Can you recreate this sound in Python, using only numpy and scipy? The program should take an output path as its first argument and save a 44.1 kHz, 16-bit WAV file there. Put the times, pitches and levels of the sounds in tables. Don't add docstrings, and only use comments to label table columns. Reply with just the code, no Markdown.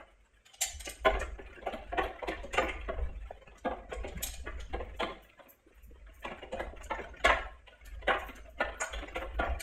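import sys
import numpy as np
from scipy import signal
from scipy.fft import rfft, irfft, next_fast_len
from scipy.io import wavfile
from scipy.ndimage import uniform_filter1d

SR = 44100
rng = np.random.default_rng(int(sys.argv[2]) if len(sys.argv) > 2 else 0)


def wrap_up_sound(samples):
    columns = np.atleast_2d(samples).T
    tamed = np.clip(columns, -1, 1)
    steps = np.round(tamed * 32767).astype(np.int16)
    wavfile.write(sys.argv[1], SR, steps)


N = 424241
HIT_SAMPLES, TOP_HZ = 20480, 15800
AGE_S, TIME_S = np.arange(HIT_SAMPLES) / SR, np.arange(N) / SR
PEAK_S = .03


# (time [s], level [dB], thud [dB], clatter [dB], edge [dB], clack [dB], spike pitch [Hz])
KNOCKS = [(0.004, -50.5, -7, -0.5, -10, -31, 696), (0.874, -43.5, 2, -2.5, 5.5, -24, 507),
          (1.059, -23, -7, 0, -7.5, -12, 694), (1.15, -34.5, -8, -7, -8.0, -18, 480),
          (1.226, -52, 0.0, 12, 6, -20, 640), (1.392, -47.5, 6.5, -4.5, -6, -23, 414),
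          (1.466, -64, -4, 1.5, 11.5, 1, 2520), (1.573, -57, 9, -8.5, -16.5, -13, 378),
          (1.623, -46, -6.0, -13, -14, -13, 520), (1.669, -28, -11.5, -14, -15.5, -34, 744),
          (1.733, -39.5, -0.5, -4, -5.5, -6.5, 587), (1.926, -31, -11, -11.5, -16, -30, 702),
          (1.984, -25.5, -5.5, -6, -7.5, -19, 383), (2.037, -35, -14, -5, -17, -8, 528),
          (2.229, -33.5, -14, -16, -14.5, -26, 650), (2.283, -34, 1.5, -11, -2, -7.5, 406),
          (2.322, -47.5, -12, 7.5, 5, -23, 1880), (2.436, -46.5, 2.5, -10, -10, -21, 527),
          (2.539, -36.5, -6, -5, 2.5, -12, 704), (2.58, -25.5, -5, -0.5, -0.5, -18, 516),
          (2.625, -34.0, 0, 0.5, -24, -32, 646), (2.69, -49.5, 2, 6, 16, -1, 2095),
          (2.813, -58.5, -4.5, 1, 12.5, 1.5, 2034), (2.888, -30, -6.5, -8, -18, -25.5, 639),
          (2.983, -42, -9, -11, -13.0, -37, 543), (3.09, -55, -0.5, -14, -6.5, -12, 2760),
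          (3.52, -57.5, -5, -9, -11, -9, 920), (3.656, -30.5, -1.5, -7, -13.5, -21.5, 815),
          (3.712, -34.0, -11, -9.5, -19, -28.0, 743), (3.922, -37, 0, -6, -8.0, -17, 700),
          (4.047, -38, -0.5, -34, -7, -20, 360), (4.472, -45.5, 5.5, 7.5, -2, -11.5, 383),
          (4.738, -34, -1.5, -10, -11, -16.5, 816), (4.802, -37.5, -6, -13.5, -13, -30, 520),
          (5.004, -30, -18, -8, -9.5, -5.5, 830), (5.028, -32.5, -1.5, 0.5, -1, -7.5, 1216),
          (5.296, -81.5, 14, 11, 26, 17, 2350), (5.397, -49, -12, -4.5, -16, -14, 1012),
          (5.462, -65, 6, -4, 3, -13, 404), (6.07, -74, -2.0, 17, 9, 5, 1770),
          (6.25, -36, -7, -6, -3, -11, 700), (6.313, -42, -6, -2.5, -6.5, -17.0, 365),
          (6.427, -43.5, -2.5, -20, -6, -21, 522), (6.528, -37.5, -2, -19, -9, -18, 618),
          (6.6, -32.5, -8.5, -3, -16, -19, 585), (6.909, -31.5, -11.5, -1.5, -9.5, -19.5, 820),
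          (6.989, -49, 8, 5.5, 3, -18, 1630), (7.252, -21.5, -12, -1, -2.5, -8.5, 670),
          (7.297, -24.5, -18, 3, -4.5, -15.0, 807), (7.677, -54, -22, -7.0, 2, -2, 548),
          (8.023, -50, -5, -4, -2, -8, 373), (8.083, -25, -9, -2.0, -7.0, -12.5, 498),
          (8.107, -26.5, -22, 3, -7.5, -17, 1070), (8.141, -34.5, -12, 2, -4, -16.0, 1075),
          (8.29, -52.5, 5, 5.5, 6.5, -4.5, 1360), (8.61, -27, -10, 1, -9, -14.5, 772),
          (8.815, -34.5, -39, 5, -5.5, -29, 795), (8.937, -44.5, -8, 3.5, 0.5, 5, 1540),
          (9.026, -44, 1, -3, -2, -11, 600), (9.158, -36, -1.5, -1, 0, -13, 471),
          (9.219, -37.5, -10, -4, -9, -28, 524), (9.397, -26.5, -9, -2.5, -15, -19.5, 657),
          (9.429, -28.5, -10, -6.5, -16, -37, 530), (9.475, -37, -19, -12, -13, -42, 680)]
# (low [Hz], high [Hz])
KNOCK_BANDS = [(480, 1000), (210, 480), (1000, 2000), (2000, 3000), (3000, 4200), (5600, 15000), (100, 200)]

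def knocks(rise_s=.0105, fall_s=.0097, lag_s=.0025):
    out = np.zeros(N)
    tails = [room_tail() for _ in range(8)]
    for k, (time_s, level_db, thud, clatter, edge, clack, pitch_hz) in enumerate(KNOCKS):
        rattle = hops()
        push = contacts(rise_s, fall_s, spread_db=2.5, size=len(rattle))
        ring = sum(signal.fftconvolve(force, bowl_ring(pitch_hz))[:len(push)]
                   for force in (push, rattle))
        tick = resonances(colour(push + rattle, PELLET_SPECTRUM), scatter_db=6, count=140)
        parts = band_pass([ring] * 5 + [tick, push], KNOCK_BANDS)
        bands_db = np.array([-2, thud - 1.5, clatter - 3, edge - 3, clack - 3, clack - 20, thud - 18])
        hit = in_room(parts, level_db + bands_db, tails[k % len(tails)], room_db=-7)
        add(out, hit, time_s + lag_s - PEAK_S)
    return out


# (frequency [Hz], width [Hz], level [dB])
BOWL_MODES = [(224.8, 57, -5), (354.7, 46, 0.5), (539.7, 41.4, 1.5), (657, 45, 3), (759, 46, 3),
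              (985, 32, -11.5), (1093.7, 27, 1.5), (1230, 49, -5.5), (1408, 47, 1), (1686, 41, 1),
              (2018, 154, -6), (2410, 130, -8), (2766, 90, -10.5), (3150, 160, -18), (3410, 92, -17)]

def bowl_ring(pitch_hz, spike_width_hz=45, spike_db=3.5, scatter_db=.5, size=4096):
    modes = list(BOWL_MODES) + [(pitch_hz, spike_width_hz, spike_db)]
    hz, width_hz, db = np.transpose(modes)[:, :, None]
    weight = undb(db + scatter_db * rng.standard_normal(hz.shape)) * width_hz
    hz = hz * (1 + .04 * rng.standard_normal(hz.shape))
    phase = 2 * np.pi * rng.random(hz.shape)
    decay = np.exp(-np.pi * width_hz * AGE_S[:size])
    return np.sum(weight * decay * np.sin(2 * np.pi * hz * AGE_S[:size] + phase), axis=0)


def hops(mean_gap_s=.032, start_db=-10, loss_db_per_s=125, uneven_db=2, count=5, size=10240):
    out, after_s = np.zeros(size), 0
    for gap, strength in zip(rng.uniform(.6, 1.4, count), rng.uniform(-1, 1, count)):
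        after_s += gap * mean_gap_s
        tap = contacts(rise_s=.005, fall_s=.0078, spread_db=1)
        add(out, tap * undb(start_db - loss_db_per_s * after_s + uneven_db * strength), after_s)
    return out


# (time [s], level [dB], snap [dB], fizz [dB], ring pitch [Hz])
CRACKS = [(0.46, -60.5, 7.5, -10, 6540), (0.54, -57.5, 8, -18, 6140), (0.617, -27.5, -3.5, -8, 8100),
          (0.634, -33, -3, -12, 7450), (0.8025, -44.5, -0.5, -8, 8250), (0.855, -42.5, -2, -15, 7900),
          (0.894, -41.5, -5, -6.5, 8800), (1.2, -47, -11, -17, 6860), (1.668, -67, -7, 0, 7000),
          (1.735, -76, 0.0, 12, 8400), (1.984, -61.5, 0.0, -7, 8700), (2.036, -80.5, 0.0, 20, 8500),
          (2.284, -58, 15, 0, 7600), (2.436, -61.5, 2, -17, 6960), (2.536, -44.5, -8, -14, 6940),
          (2.578, -47, 7, -15, 7060), (2.688, -56, -10, -22, 6700), (3.582, -60, -4, -13, 6600),
          (3.934, -52.5, -9, -20, 7200), (4.082, -55.5, 4.5, -25, 7300), (4.174, -63, -9, -10, 7400),
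          (4.232, -33.5, -3, -0.5, 8050), (4.268, -40.5, -3, -15, 6400), (4.337, -48, 3, -13.5, 6900),
          (4.603, -55.5, 11, -15, 6440), (5.02, -72.5, -0.5, -2, 7080), (6.25, -60.5, -1.5, -15.5, 7220),
          (6.527, -58, 2, -23.0, 7450), (6.6, -63, 0.0, -3, 7400), (6.837, -50, -21, -11, 7600),
          (7.25, -39.5, 3, -14, 6260), (7.857, -59.5, 4.5, 2.5, 9100), (8.358, -58, -3.0, -7, 7760),
          (8.809, -34, -30, -34, 7000), (8.84, -53, 9, -25.0, 6330), (9.159, -59, 1, -12, 8500),
          (9.603, -43, 5.5, -5, 8000)]
# (low [Hz], high [Hz])
CRACK_BANDS = [(5900, 9200), (500, 2000), (2000, 3700), (3600, 5600), (11000, 15800)]
# (frequency [Hz], level [dB])
PELLET_SPECTRUM = [(500, -6), (780, 7.5), (1000, -15), (2000, 3.5), (2600, 9), (3080, 14), (3700, 1),
                   (5800, -6), (7200, 0.5), (7750, -6.5), (8200, -2.5), (9000, -5.5), (10000, -12),
                   (11400, -11), (15500, -32)]

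def cracks(rise_s=.009, fall_s=.008, lag_s=.0051, ring_db=4):
    out = np.zeros(N)
    tails = [room_tail() for _ in range(6)]
    for k, (time_s, level_db, snap, fizz, pitch_hz) in enumerate(CRACKS):
        fractures = colour(contacts(rise_s, fall_s, spread_db=2.5), PELLET_SPECTRUM)
        burst = resonances(clumped(fractures, depth_db=3), scatter_db=4, count=150)
        ring = colour(burst, [(pitch_hz / 1.12, 0), (pitch_hz, ring_db), (pitch_hz * 1.12, 0)])
        parts = band_pass([ring] + [burst] * 4, CRACK_BANDS)
        bands_db = np.array([-1, snap - 9, snap - 6.5, snap / 2 - 7.5, fizz - 2])
        hit = in_room(parts, level_db + bands_db, tails[k % len(tails)], room_db=-5)
        add(out, hit, time_s + lag_s - PEAK_S)
    return out


# (time [s], level [dB], pitch [Hz])
BUMPS = [(3.308, -32.5, 500), (4.161, -35.5, 114), (4.193, -49.5, 205), (5.668, -50.5, 295),
         (5.707, -55.5, 380), (5.957, -54.5, 394), (6.316, -40.5, 169), (6.735, -42, 328),
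         (5.876, -55.5, 125), (5.912, -48.5, 320), (7.002, -35, 319)]

def bumps(lag_s=.0019, gain_db=-5):
    out, tail = np.zeros(N), room_tail()
    for time_s, level_db, hz in BUMPS:
        hollow = [(hz / 4, -28), (hz / 1.5, -14), (hz, 0),
                  (hz * 1.45, 0), (hz * 2.1, -18), (hz * 10, -72)]
        note = colour(contacts(rise_s=1.2 / hz, fall_s=2.6 / hz, spread_db=2), hollow)
        hit = in_room([note], [level_db + gain_db], tail, room_db=-15)
        add(out, hit, time_s + lag_s - PEAK_S)
    return out


# (time [s], level [dB], relative click [dB], squeak pitch [Hz])
SMACKS = [(1.05, -63, -2, 12900), (8.835, -61.5, -2.5, 13600), (9.165, -66, 2, 13000),
          (2.632, -60, -13.5, 13200), (4.97, -70.5, 5, 12200), (5.233, -64.5, -7.5, 13000),
          (5.497, -54, -10, 12800), (5.752, -75, -17.5, 13500), (5.838, -64.5, -5.5, 13700),
          (6.1465, -69, 0, 13000), (6.2, -66, -2, 12600), (8.194, -62.5, 1.5, 12400),
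          (8.245, -65, -18, 13500), (8.275, -58.5, -7, 13500), (8.5, -73, -1, 12400),
          (8.78, -69, -22, 13600), (9.21, -68, -4, 13300), (9.35, -73, -13, 12900)]
# (low [Hz], high [Hz])
SMACK_BANDS = [(11200, 15800), (5900, 9200)]

def smacks(rise_s=.015, fall_s=.016, lag_s=.005, squeak_db=12, gain_db=-1):
    out, tail = np.zeros(N), room_tail()
    for time_s, level_db, click_db, pitch_hz in SMACKS:
        films = resonances(contacts(rise_s, fall_s, spread_db=4), scatter_db=6, count=160)
        films = colour(films, [(pitch_hz / 1.08, 0), (pitch_hz, squeak_db), (pitch_hz * 1.08, 0)])
        parts = band_pass([films, films], SMACK_BANDS)
        hit = in_room(parts, level_db + gain_db + np.array([0, click_db]), tail, room_db=-5)
        add(out, hit, time_s + lag_s - PEAK_S)
    return out


# (time [s], level [dB])
CRUMB_LEVELS = [(0.0, -51), (0.22, -88), (0.75, -69), (1.2, -38.5), (1.4, -58), (1.9, -48.5), (2.3, -59),
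                (3.2, -58), (3.7, -58), (4.15, -47.5), (4.6, -57.5), (5.3, -55.5), (5.55, -68.5),
                (6.0, -70), (6.2, -51), (7.2, -48.5), (7.55, -65.5), (7.8, -57.5), (8.55, -55.5),
                (9.25, -43.5), (9.62, -48.5)]
# (frequency [Hz], level [dB])
CRUMB_SPECTRUM = [(100, 2), (220, 8.5), (360, 6), (600, 11.5), (950, -4), (1700, 8), (2800, 1.5),
                  (3600, -14.5), (5000, -26.5), (7000, -14), (9000, -36), (10200, -54.5), (13000, -31.5)]

def crumbs(gain_db=-3.5, room_db=-7, loose_db=-21, settle_s=.03):
    patter = colour(grains(rate_per_s=32, spread_db=13, ring_s=.008), CRUMB_SPECTRUM)
    echoes = undb(room_db) * signal.fftconvolve(patter, room_tail())[:N]
    shuffle = clumped(patter + echoes, depth_db=5, size=768)
    knocks_db = np.array(KNOCKS)[:, 1] + loose_db
    envelope = knock_envelope(CRUMB_LEVELS, knocks_db, np.exp(-AGE_S / settle_s))
    return unit(shuffle) * envelope * undb(gain_db)


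# (time [s], level [dB])
BOOM_LEVELS = [(0.0, -62), (0.4, -66), (0.48, -89), (0.75, -41), (0.94, -58), (1.12, -32), (1.58, -56),
               (2.06, -41), (2.14, -66), (2.3, -45.5), (2.87, -41.5), (3.02, -32), (3.51, -58.5),
               (3.94, -48.5), (4.02, -36.5), (4.15, -43.5), (4.85, -39), (5.52, -81), (5.87, -49.5),
               (6.51, -56.5), (6.59, -43), (7.23, -52), (7.29, -33.5), (7.77, -66.5), (7.88, -42.5),
               (8.63, -53), (8.65, -39.5), (8.87, -63), (8.97, -35), (9.05, -50.5), (9.54, -31),
               (9.62, -54)]
# (frequency [Hz], level [dB])
FLOOR_SPECTRUM = [(20, -11), (32, -11.5), (41, -19), (46, 1.5), (51, 1.5), (59, -5.5), (80, -12.5),
                  (110, -38), (170, -33), (300, -51), (600, -85)]

def floor_boom(gain_db=-1, even_s=.19, shove_db=-15, swell_s=.045):
    rumble = colour(rng.standard_normal(N), FLOOR_SPECTRUM)
    rumble /= np.sqrt(uniform_filter1d(rumble ** 2, int(even_s * SR)))
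    _, level_db, thud_db, *_ = np.transpose(KNOCKS)
    swell = AGE_S / swell_s * np.exp(1 - AGE_S / swell_s)
    return rumble * knock_envelope(BOOM_LEVELS, level_db + thud_db + shove_db, swell) * undb(gain_db)


# (frequency [Hz], level [dB])
RUSTLE_SPECTRUM = [(300, -22), (1000, 5), (2000, 2), (3100, 3.5), (4300, -20), (5300, -26.5), (7000, -19),
                   (9000, -10.5), (10200, -27.5), (13500, -19.5), (15500, -31.5)]

def rustle(level_db=-71):
    patter = clumped(grains(rate_per_s=26, spread_db=8, ring_s=.018), depth_db=5, size=768)
    return unit(colour(patter, RUSTLE_SPECTRUM)) * undb(level_db)


# (frequency [Hz], level [dB])
AIR_SPECTRUM = [(59, -26.5), (100, 6), (153, -15.5), (214, -5), (300, -11.5), (519, -5), (879, -22.5),
                (1130, -14.5), (2420, -14.5), (3930, -30.5), (8410, -24), (9740, -41), (10800, -49),
                (15500, -55.5)]

def air(level_db=-73):
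    return unit(colour(rng.standard_normal(N), AIR_SPECTRUM)) * undb(level_db)


# (frequency [Hz], T60 [s])
ROOM_DECAY = [(150, 0.57), (700, 0.4), (1800, 0.4), (5000, 0.4), (13000, 0.19)]

def room_tail(build_s=.0035):
    hz, t60s_s = np.transpose(ROOM_DECAY)
    log_hz = np.log(np.fft.rfftfreq(HIT_SAMPLES, 1 / SR) + 1)
    spectrum = rfft(resonances(rng.standard_normal(HIT_SAMPLES), scatter_db=2, count=170))
    tail = np.zeros(HIT_SAMPLES)
    for share, t60_s in zip(np.eye(len(hz)), t60s_s):
        band = irfft(spectrum * np.interp(log_hz, np.log(hz), share))
        tail += band * np.exp(-np.log(1000) * AGE_S / t60_s)
    tail *= 1 - np.exp(-(AGE_S / build_s) ** 2)
    return tail / np.linalg.norm(tail)


def in_room(parts, levels_db, tail, room_db):
    direct = sum(part * undb(db) / peak_rms(part) for part, db in zip(parts, levels_db))
    direct *= np.minimum(2 * AGE_S[:len(direct)] / PEAK_S, 1) ** 2
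    echoes = clumped(signal.fftconvolve(direct, tail)[:HIT_SAMPLES], depth_db=4.2, size=768)
    return echoes * undb(room_db) + np.pad(direct, (0, HIT_SAMPLES - len(direct)))


def contacts(rise_s, fall_s, spread_db, size=4096):
    from_peak_s = AGE_S[:size] - PEAK_S
    swell = np.exp(np.where(from_peak_s < 0, -(from_peak_s / rise_s) ** 2, -from_peak_s / fall_s))
    strengths = undb(spread_db * np.repeat(rng.standard_normal(size // 32), 32))
    return swell * strengths * rng.standard_normal(size)


def grains(rate_per_s, spread_db, ring_s):
    out = np.zeros(N)
    for position, strength in rng.random((int(rate_per_s * N / SR), 2)):
        crunch = resonances(contacts(ring_s, ring_s, spread_db=0), scatter_db=7.5, count=120)
        add(out, undb(spread_db * strength ** 2) * unit(crunch), position * N / SR - PEAK_S)
    return out


def resonances(x, scatter_db, count):
    hz = np.linspace(np.sqrt(200), np.sqrt(TOP_HZ), count) ** 2
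    return colour(x, np.transpose([hz, scatter_db * rng.standard_normal(count)]))


def clumped(x, depth_db, size=512):
    cells = signal.stft(x, nperseg=size)[2]
    patches = rng.standard_normal(cells.shape)
    for _ in range(2):
        patches = uniform_filter1d(uniform_filter1d(patches, size=3, axis=0), size=3, axis=1)
    gain = unit(undb(depth_db * np.clip(unit(patches), -2, 2)))
    return signal.istft(cells * gain, nperseg=size)[1][:len(x)]


def knock_envelope(levels, knocks_db, swell):
    power = undb(np.interp(TIME_S, *np.transpose(levels))) ** 2
    for (time_s, *_), db in zip(KNOCKS, knocks_db):
        add(power, (undb(db) * swell) ** 2, time_s)
    return np.sqrt(power)


def colour(x, spectrum):
    hz, db = np.transpose(spectrum)
    size = next_fast_len(len(x))
    log_hz = np.log(np.fft.rfftfreq(size, 1 / SR) + 1)
    gain = undb(np.interp(log_hz, np.log(hz), db))
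    return irfft(rfft(x, size) * gain, size)[:len(x)]


def band_pass(sounds, bands_hz):
    return [signal.sosfilt(signal.butter(4, edges_hz, "band", fs=SR, output="sos"), x)
            for x, edges_hz in zip(sounds, bands_hz)]


def add(track, sound, start_s):
    start = int(start_s * SR)
    part = sound[max(-start, 0):max(len(track) - start, 0)]
    track[max(start, 0):max(start, 0) + len(part)] += part


def peak_rms(x):
    return np.sqrt(uniform_filter1d(x ** 2, 350).max())


def unit(x):
    return x / np.sqrt(np.mean(x ** 2))


def undb(db):
    return 10 ** (np.asarray(db) / 20)


def scene():
    return (knocks() + cracks() + smacks() + bumps() + crumbs() + rustle() + floor_boom() + air())[None]


def record(dry):
    return signal.sosfilt(signal.ellip(10, .2, 70, TOP_HZ, fs=SR, output="sos"), dry)


dry = scene()
out = record(dry)
wrap_up_sound(out)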